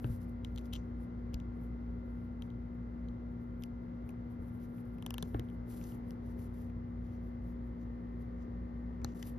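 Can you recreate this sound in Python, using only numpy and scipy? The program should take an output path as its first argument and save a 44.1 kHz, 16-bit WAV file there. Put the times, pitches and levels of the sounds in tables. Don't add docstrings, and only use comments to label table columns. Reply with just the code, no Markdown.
import sys
import numpy as np
from scipy import signal
from scipy.fft import rfft, irfft, next_fast_len
from scipy.io import wavfile
from scipy.ndimage import uniform_filter1d

SR = 44100
rng = np.random.default_rng(int(sys.argv[2]) if len(sys.argv) > 2 else 0)


def voltage_ratio(level):
    return 10 ** (np.asarray(level, float) / 20)


def unload_audio(sound):
    columns = np.transpose(np.atleast_2d(sound))
    steps = np.round(np.clip(columns, -1, 1) * 32767)
    wavfile.write(sys.argv[1], SR, steps.astype(np.int16))


N = 413658
TIME = np.arange(N) / SR
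M = next_fast_len(N)
HZ = np.fft.rfftfreq(M, 1 / SR)

# f/Hz, lead/rad
PORT_LEAD = [(0, 0), (340, .35), (690, 2.5), (1210, 3), (1720, 6.6), (3200, 7.3), (4500, 6.9), (7500, 3.9),
             (8600, 3.0), (11000, .4), (13000, -.5), (15000, -3)]
# f/Hz, left minus right/dB
PORT_TILT = [(60, 1.5), (200, 2), (400, -2.5), (700, 4), (1300, -1), (2400, 6), (4400, 10), (7500, 1),
             (15000, 1)]


def along(table):
    f, v = np.transpose(table)
    return np.interp(np.log(HZ + 1), np.log(f + 1), v)


def noise(colour):
    return irfft(rfft(rng.standard_normal(M)) * voltage_ratio(along(colour)), M)[:N] * np.sqrt(SR / 2)


def ports(x):
    half = voltage_ratio(along(PORT_TILT) / 2) * np.exp(.5j * along(PORT_LEAD))
    return irfft(rfft(x, M) * np.array([half, 1 / half]), M)[:, :N]


def walk(rate_hz):
    k = int(SR / rate_hz)
    steps = np.repeat(rng.standard_normal(N // k + 1), k)
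    return 0.66 * uniform_filter1d(uniform_filter1d(steps, k), k)[:N]


def ring(push, hz, t60_s):
    pole = np.exp(2j * np.pi * hz / SR - np.log(1000) / (t60_s * SR))
    y = signal.lfilter([1], [1, -pole], push).imag
    return y / np.abs(y).max()


def add(out, s, x):
    i = int(s * SR)
    out[i:i + len(x)] += x[:N - i]


def contacts():
    # t/s, peak level/dB, brick ring f/Hz, stud level/dB, edge level/dB
    settles = [(0.4471, -37, 3250, -16, -24), (0.5606, -51, 3400, -5, -14), (0.5765, -41, 3300, -18, -25),
               (.5828, -41.5, 3250, -13, -20), (0.5914, -57, 3600, -12, -10), (1.335, -54, 2900, -24, -14),
               (1.3421, -42, 2800, -6, -13), (1.3432, -46, 3700, -8, -14), (3.6364, -42, 2960, -9, -10),
               (1.4005, -50.5, 2900, -13, -24), (2.4217, -41.5, 3150, -20, -21),
               (2.5026, -56, 3220, -20, -25), (3.0854, -55, 3250, -16, -27), (3.6225, -51, 3150, -12, -15),
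               (5.8398, -53.5, 4500, -3, -20), (.612, -62, 2600, -15, -8)]
    ratchet = [(.1619, -64, 2350, -15, -2), (0.218, -68, 2300, -8, 2), (.244, -72, 2300, -14, 2),
               (.2952, -72, 2300, -14, 2), (.6562, -63.5, 3400, 2, -4), (4.0912, -48.5, 2560, -25, -10),
               (4.0948, -62, 2500, -14, -2), (4.1052, -68, 2500, -14, 4), (4.483, -72, 2500, -20, 4),
               (4.782, -58.5, 2510, -30, -17), (4.856, -72, 2500, -20, 2), (4.984, -57, 2600, -18, -10),
               (5.0243, -43.5, 2850, -26, -11), (5.0632, -34, 2970, -28, -6),
               (5.106, -36.5, 2850, -10, -4.5), (5.141, -37.5, 2800, -16, -5), (5.1814, -33, 3080, -25, -9),
               (5.2252, -37, 3400, -10, -7), (5.4865, -59, 3120, -30, -17), (5.4996, -58.5, 2990, -28, -12),
               (5.8132, -52, 2430, -12, -14), (5.9202, -56, 2890, -23, -12), (6.3922, -58, 2390, -25, -7),
               (6.6983, -59.5, 2400, -27, -14)]
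    knocks = [
        (.043, -41, 2700, -30, -35),
        (5.2272, -39, 3450, -9, -18),
        (5.344, -46, 2750, -32, -36),
        (9.017, -55, 2300, -14, -30),
        (9.0453, -35, 4200, -4, -13),
        (9.0476, -44, 3900, -25, -25),
    ]
    snaps = [
        (5.3953, -42.5, 3100, -8, -10),
        (6.107, -52, 2800, -4, -8),
        (9.2268, -41, 3000, -6, -13),
        (9.2288, -48, 3000, -7, -14),
    ]
    scrapes = [(.7255, -50, 3000, -20, -24), (.7286, -46, 3100, -18, -24), (.7322, -36, 3020, -18, -15),
               (.7352, -38, 3100, -10, -8), (.7374, -41, 3100, -12, -14), (.7402, -49, 3200, -14, -14),
               (.7462, -48, 3100, -10, -20), (.7478, -48, 3100, -16, -22), (.7525, -40, 3000, -16, -26),
               (.7544, -44, 3200, -16, -22), (.758, -46, 3300, -16, -24), (.7602, -41, 3050, -15, -24),
               (.7628, -47, 3100, -14, -22), (.766, -50, 3100, -16, -22), (.772, -57, 3000, -20, -26),
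               (.7745, -58, 3100, -20, -26)]
    # stud-brick ring t60/s, plate level/dB, panel f/Hz, panel level/dB
    kinds = [
        (settles, (.0055, -17, 2100, -16)),
        (ratchet, (.007, -8, 930, -11)),
        (knocks, (.007, -3, 1500, -12)),
        (snaps, (.006, -12, 1950, -5)),
        (scrapes, (.007, -18.5, 2100, -20)),
    ]
    return [(*row, *traits) for table, traits in kinds for row in table]


def ticks():
    out, knock, t = np.zeros(N), np.zeros(N), TIME[:1024]
    rows = contacts()
    chance = rng.standard_normal((len(rows), 1024 + 14))
    tiny = signal.butter(3, 4300, "high", fs=SR, output="sos")
    broad = signal.butter(3, 1800, fs=SR, output="sos")
    for (s, db, hz, stud_db, edge_db, t60_s, plate_db, panel_hz, panel_db), c in zip(rows, chance):
        push = c[14:] * t / .0004 * np.exp(-t / 0.00048) * voltage_ratio(-2.5)
        push[16] += 3.5
        small = signal.butter(4, .7 * hz, "high", fs=SR, output="sos")
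        sharp = signal.sosfilt(small, push)
        w = 1 + .03 * c[:14]

        brick = ring(sharp, hz, t60_s)
        brick -= voltage_ratio(-11) * ring(sharp, .84 * hz * w[0], .004)
        brick -= voltage_ratio(-3.5) * ring(sharp, 1.22 * hz * w[1], .005)
        brick += voltage_ratio(-9) * ring(sharp, 1.45 * hz * w[12], .003)

        stud = ring(sharp, 6300 * w[2], 0.0027)
        stud += voltage_ratio(-6.0) * ring(sharp, 5100 * w[3], 0.0032)
        stud += voltage_ratio(-3.0) * ring(sharp, 7400 * w[4], 0.0014)

        edge = ring(sharp, 11600 * w[5], 0.002)
        edge += voltage_ratio(-.5) * ring(sharp, 9300 * w[6], 0.0017)
        edge += voltage_ratio(-6) * ring(sharp, 13500 * w[7], 0.0021)
        edge += voltage_ratio(-20) * ring(sharp, 15000, .001)

        plate = ring(push, 800 * w[8], 0.016) + ring(push, 1050 * w[9], 0.015)
        plate += voltage_ratio(3.5) * ring(push, 1300 * w[10], 0.009)
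        plate += voltage_ratio(-5) * ring(push, 1700 * w[11], 0.036)

        crack = voltage_ratio(-11) * sharp / np.abs(sharp).max()
        treble = signal.sosfilt(tiny, voltage_ratio(stud_db + 4.5) * stud + voltage_ratio(edge_db + 4.5) * edge)
        add(out, s, voltage_ratio(db) * (voltage_ratio(-2.5) * brick + crack + treble))
        add(knock, s + 0.0013, voltage_ratio(db + plate_db - 7.5) * signal.sosfilt(broad, plate))
        add(knock, s + .0003, voltage_ratio(db + panel_db) * ring(push, panel_hz * w[13], .009))
    tail = rng.standard_normal((2, 4096)) * voltage_ratio(-60 * TIME[:4096] / .08)
    room_tail = voltage_ratio(-50) * signal.fftconvolve(out[None], tail)[:, :N]
    return ports(out) + voltage_ratio(np.array([[2.5], [-2.5]])) * knock + room_tail


def thuds():
    # t/s, peak level/dB, f/Hz, t60/s, upper-mode share/dB
    pushes = [
        (.0452, -26.5, 121.7, 0.14, -9.5),
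        (.1, -27, 109.5, 0.13, -23),
        (1.343, -27.5, 61, 0.17, -17.5),
        (4.393, -32.5, 66, 0.055, -15),
        (5.228, -34, 163, 0.096, -6.5),
        (5.3462, -36, 300, .04, -2),
        (5.3485, -30.5, 112, 0.11, -1),
        (5.395, -34.5, 126.5, 0.12, -5),
        (9.026, -30.5, 68, 0.14, -28),
        (9.046, -31.5, 114, 0.047, -7),
    ]
    out, push = np.zeros(N), np.zeros(8192)
    push[:24] = -np.hanning(24)
    band = signal.butter(3, [200, 1200], "band", fs=SR, output="sos")
    rattle = signal.sosfilt(band, rng.standard_normal((len(pushes), 8192)))
    for (s, db, hz, t60_s, upper_db), shake in zip(pushes, rattle):
        upper = ring(push, 2.59 * hz, .5 * t60_s)
        upper += voltage_ratio(1.5) * ring(push, 3.33 * hz, 0.14 * t60_s)
        upper += voltage_ratio(-8) * ring(push, 4.9 * hz, 0.17 * t60_s)
        upper += voltage_ratio(-4.5) * shake * voltage_ratio(-60 * TIME[:8192] / (2.5 * t60_s))
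        add(out, s, voltage_ratio(db) * (ring(push, hz, t60_s) + voltage_ratio(upper_db) * upper))
    return ports(signal.sosfilt(signal.butter(2, 45, "high", fs=SR, output="sos"), out))


def rubbing():
    # f/Hz, level/dB
    airy = [(6500, -12), (8000, -3), (9500, -4.5), (11500, -1.5), (13000, -2.5), (14500, -1.5),
            (15600, -24.5)]
    # f/Hz, level/dB
    grainy = [(1500, -18), (2700, 1), (3600, -3), (5000, -3), (6500, 0), (7500, -2), (9000, -20)]
    # t/s,
    # hold/s, level/dB, grain over hiss/dB
    strokes = [(0, 0.15, -71.5, -11), (.216, 0.017, -76, -10), (.294, 0, -78, -25), (.47, .06, -90, -8),
               (.545, .005, -84, -15), (.57, .04, -84, -7), (.658, 0.0021, -79, 0), (.71, 0, -88, -12),
               (1.005, 0.031, -82, -20), (1.574, 0, -85, -20), (1.62, 0.026, -79, -20), (2.06, .2, -91, -11),
               (2.44, 0.013, -87, -20), (2.75, 0, -92, -13), (3.06, 0.075, -99, 4), (3.326, 0, -90, -20),
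               (3.41, .03, -89, -8), (3.605, 0.048, -81.5, -12), (3.829, 0.023, -92, -17),
               (4.07, .02, -80, -14), (4.316, 0, -79, -24), (4.425, .07, -83, -20), (4.53, .05, -81, -20),
               (4.615, 0.035, -77, -2), (4.69, .02, -82, -18), (4.74, 0.07, -80, -18), (4.85, 0.05, -84, -15),
               (4.935, .01, -82, -12), (4.97, .06, -88, -12), (5.258, 0.055, -75.5, -5),
               (5.33, 0.041, -78, -22), (5.446, 0.012, -82, -9), (5.492, 0.059, -84, -16),
               (5.705, 0.1, -67, -8), (5.82, 0.04, -68, -3), (5.88, .06, -68, -7), (6.07, 0.045, -80, -10),
               (6.27, 0.047, -78, -3), (6.4, 0.053, -71.5, -7), (6.55, 0.096, -77, -3.5),
               (6.62, 0, -73, -5), (7.05, 0.11, -87.5, 6), (7.24, 0.05, -85, -2), (7.44, 0.082, -85.5, -5),
               (7.66, 0.025, -87, -12), (7.81, .02, -91.5, 6), (8.22, 0, -80, -3), (8.4, 0.03, -94.5, 12),
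               (9.06, 0.16, -90.5, 13), (9.155, .065, -75.5, -8), (9.27, 0.016, -64.5, -6),
               (9.33, .05, -89, 4)]
    rise_db_per_s, fall_db_per_s = 452.5, 378.5
    shudder_db, shudder_db_per_s = -36, 450.5
    patchy_db = 4

    fidget_db = 5 * walk(11)
    hiss_db, grit_db = -104 + fidget_db, -108.5 + fidget_db
    for s, held_s, db, grain_db in strokes:
        before_db = rise_db_per_s * (s - TIME)
        after_db = fall_db_per_s * (TIME - s - held_s)
        stroke_db = db - np.maximum(np.maximum(before_db, after_db), 0)
        hiss_db = np.maximum(hiss_db, stroke_db)
        grit_db = np.maximum(grit_db, stroke_db + grain_db)
    grit = voltage_ratio(grit_db - 38.0)
    for s, db, *_ in contacts():
        add(grit, s, voltage_ratio(db - 37.0 + shudder_db - shudder_db_per_s * TIME[:8192]))
    flicker = voltage_ratio(3 * walk(150) + 3.2 * walk(30))
    hiss = voltage_ratio(hiss_db - 35.0) * noise(airy)
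    grains = grit * noise(grainy)
    out = 0
    for x, split_hz in [(hiss, 11800), (grains, 4300)]:
        low = signal.sosfiltfilt(signal.butter(3, split_hz, fs=SR, output="sos"), x)
        tilt = voltage_ratio(patchy_db * walk(14))
        out = out + low * tilt + (x - low) / tilt
    return ports(flicker * out)


def tone(turns, hz, db, pan_db):
    lead = np.interp(hz, *np.transpose(PORT_LEAD))
    side = np.array([[.5], [-.5]])
    return np.sqrt(2) * voltage_ratio(db + side * pan_db) * np.sin(2 * np.pi * turns + side * lead)


def machines():
    # t/s, 35 x shaft f/Hz
    shaft_drift = [(0, 2039.1), (2.5, 2038.8), (5, 2038.5), (6.5, 2038.25), (8, 2038.5), (9.4, 2038.7)]
    multiples = [2, 3, 4, 9, 11, 14, 15, 18, 19, 20, 21, 22, 24, 25, 31, 32, 35, 36, 37]
    # rms level/dB, left minus right/dB, change once the hands leave/dB
    orders = [(-55, 2.5, -2.5), (-60.5, 7.5, 2.5), (-74.5, 0, 0.5), (-70.5, -13, 2), (-82.5, -1, -1),
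              (-83.5, 1, -4.5), (-77.5, -0.5, -7), (-90, -0.5, 0), (-91, 4, 1), (-83.5, 6, 11),
              (-86.5, 8, 5), (-78.5, 2, -4.5), (-73.5, 0.5, -14.5), (-92.5, 2.5, -3.5), (-93.5, 0.5, 13.5),
              (-89, 6, 8.5), (-79.5, 3, 0), (-86, 4.5, -1.5), (-98.5, 5.5, -1)]
    hum_hz = [53.98, 59.2, 107.95, 120.0, 178.3, 181.82, 207.16, 222.05, 236.7, 240.02, 360.0, 480.04]
    # rms level/dB, left minus right/dB, start phase/turns
    hum = [(-57, 0, 0.35), (-64, 1.5, 0.33), (-58.5, 0.5, 0.26), (-63, -0.5, 0.56), (-60.5, 0, 0.25),
           (-66, 4.5, 0.16), (-71.5, -4.5, 0.036), (-76, 0, 0.86), (-69.5, 5.5, 0.52), (-46.5, 3.5, 0.35),
           (-72, -1, 0.25), (-72.5, -3.5, 0.33)]
    # t/s, lower level/dB, upper level/dB
    swell = [(0.0, -48.5, -49), (0.44, -43.5, -49.5), (1.12, -47.5, -57), (1.41, -43.5, -49),
             (1.72, -44, -67.5), (2.24, -46.5, -49.5), (3.19, -47, -71), (3.58, -50.5, -59),
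             (3.86, -51, -72.5), (4.41, -55.5, -56.5), (4.65, -54, -74), (5.38, -49.5, -49),
             (5.8, -51.5, -66), (6.53, -48.5, -49), (7.23, -45.5, -50.5), (7.94, -45.5, -73.5),
             (8.96, -44.5, -70), (9.38, -47.5, -75)]
    swell_hz = (58.32, 92.05)
    hands_leave_s = (4.8, 8.4)

    bare = np.interp(TIME, hands_leave_s, [0, 1])
    s, high_hz = np.transpose(shaft_drift)
    shaft = np.cumsum(np.interp(TIME, s, high_hz) / 35) / SR
    mean_hz = shaft[-1] / TIME[-1]
    out = 0
    for k, (db, pan_db, bare_db) in zip(multiples, orders):
        order_db = db + bare_db * bare + 0.87 * walk(2.7)
        out = out + tone(k * shaft + rng.random(), k * mean_hz, order_db, pan_db)
    for hz, (db, pan_db, turns) in zip(hum_hz, hum):
        out += tone(hz * TIME + turns, hz, db, pan_db)
    s, *swell_db = np.transpose(swell)
    for hz, db in zip(swell_hz, swell_db):
        out += tone(hz * TIME, hz, np.interp(TIME, s, db) - .7, 0)
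    return out


def air():
    # f/Hz, level/(dB per Hz)
    rumble = [(25, -92), (45, -72.5), (90, -71.5), (140, -74.5), (200, -78), (330, -79.5), (550, -87),
              (900, -92), (1500, -100), (2150, -106), (2500, -114), (4500, -121.5), (8000, -131),
              (14000, -131)]
    # f/Hz, likeness/0-1
    likeness = [(200, 0.95), (300, 0.7), (400, 0.74), (900, 0.49), (1300, 0.01), (2000, 0.4), (3000, 0.2),
                (6000, 0), (10000, 0.2)]
    alike = np.clip(along(likeness), 0, 1)
    shared = rfft(ports(noise(rumble)), M) * np.sqrt(alike)
    tilt = voltage_ratio(along(PORT_TILT) * np.array([[.5], [-.5]]))
    own = rfft(np.array([noise(rumble), noise(rumble)]), M) * np.sqrt(1 - alike) * tilt
    return voltage_ratio(0.99 * walk(2.09)) * irfft(shared + own, M)[:, :N]


def drop_faint(x):
    gates = [(0, 7300, 9100, -93), (0, 9100, 13400, -106), (0, 13400, 14500, -99), (0, 14500, 16500, -93),
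             (1, 9600, 10400, -102), (1, 10400, 13400, -84), (1, 13400, 16500, -98)]
    pair = np.array([x[0] + x[1], x[0] - x[1]]) / 2
    f, _, z = signal.stft(pair, SR, nperseg=1024)
    band_power = np.add.reduceat(np.abs(z) ** 2, np.arange(0, 513, 16), axis=1)
    power = np.repeat(band_power, 16, axis=1)[:, :513] * 4 / 3
    need = np.zeros((2, 513))
    for which, lo_hz, hi_hz, db in gates:
        need[which, (f > lo_hz) & (f <= hi_hz)] = voltage_ratio(db) ** 2
    treble = power[:, f > 5000].sum(axis=(0, 1))
    calm = treble < 12 * np.maximum(np.roll(treble, 2), np.roll(treble, -2))
    faint = z * (power < need[:, :, None]) * calm
    mid, side = pair - signal.istft(faint, SR, nperseg=1024)[1][:, :N]
    return np.array([mid + side, mid - side])


def scene():
    return ticks() + thuds() + rubbing() + machines() + air()


def low_pass(x):
    return signal.sosfilt(signal.butter(12, 16150, fs=SR, output="sos"), x)


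def record(dry):
    gap_s = (9.138, 9.1415, 9.1455)
    start_s, quiet_s, back_s = gap_s
    gain = np.interp(TIME, [start_s, quiet_s, back_s, back_s + .0004], [1, .08, .08, 1])
    mix = drop_faint(dry * uniform_filter1d(gain, size=8))
    return low_pass(mix)


dry = scene()
out = record(dry)
unload_audio(out)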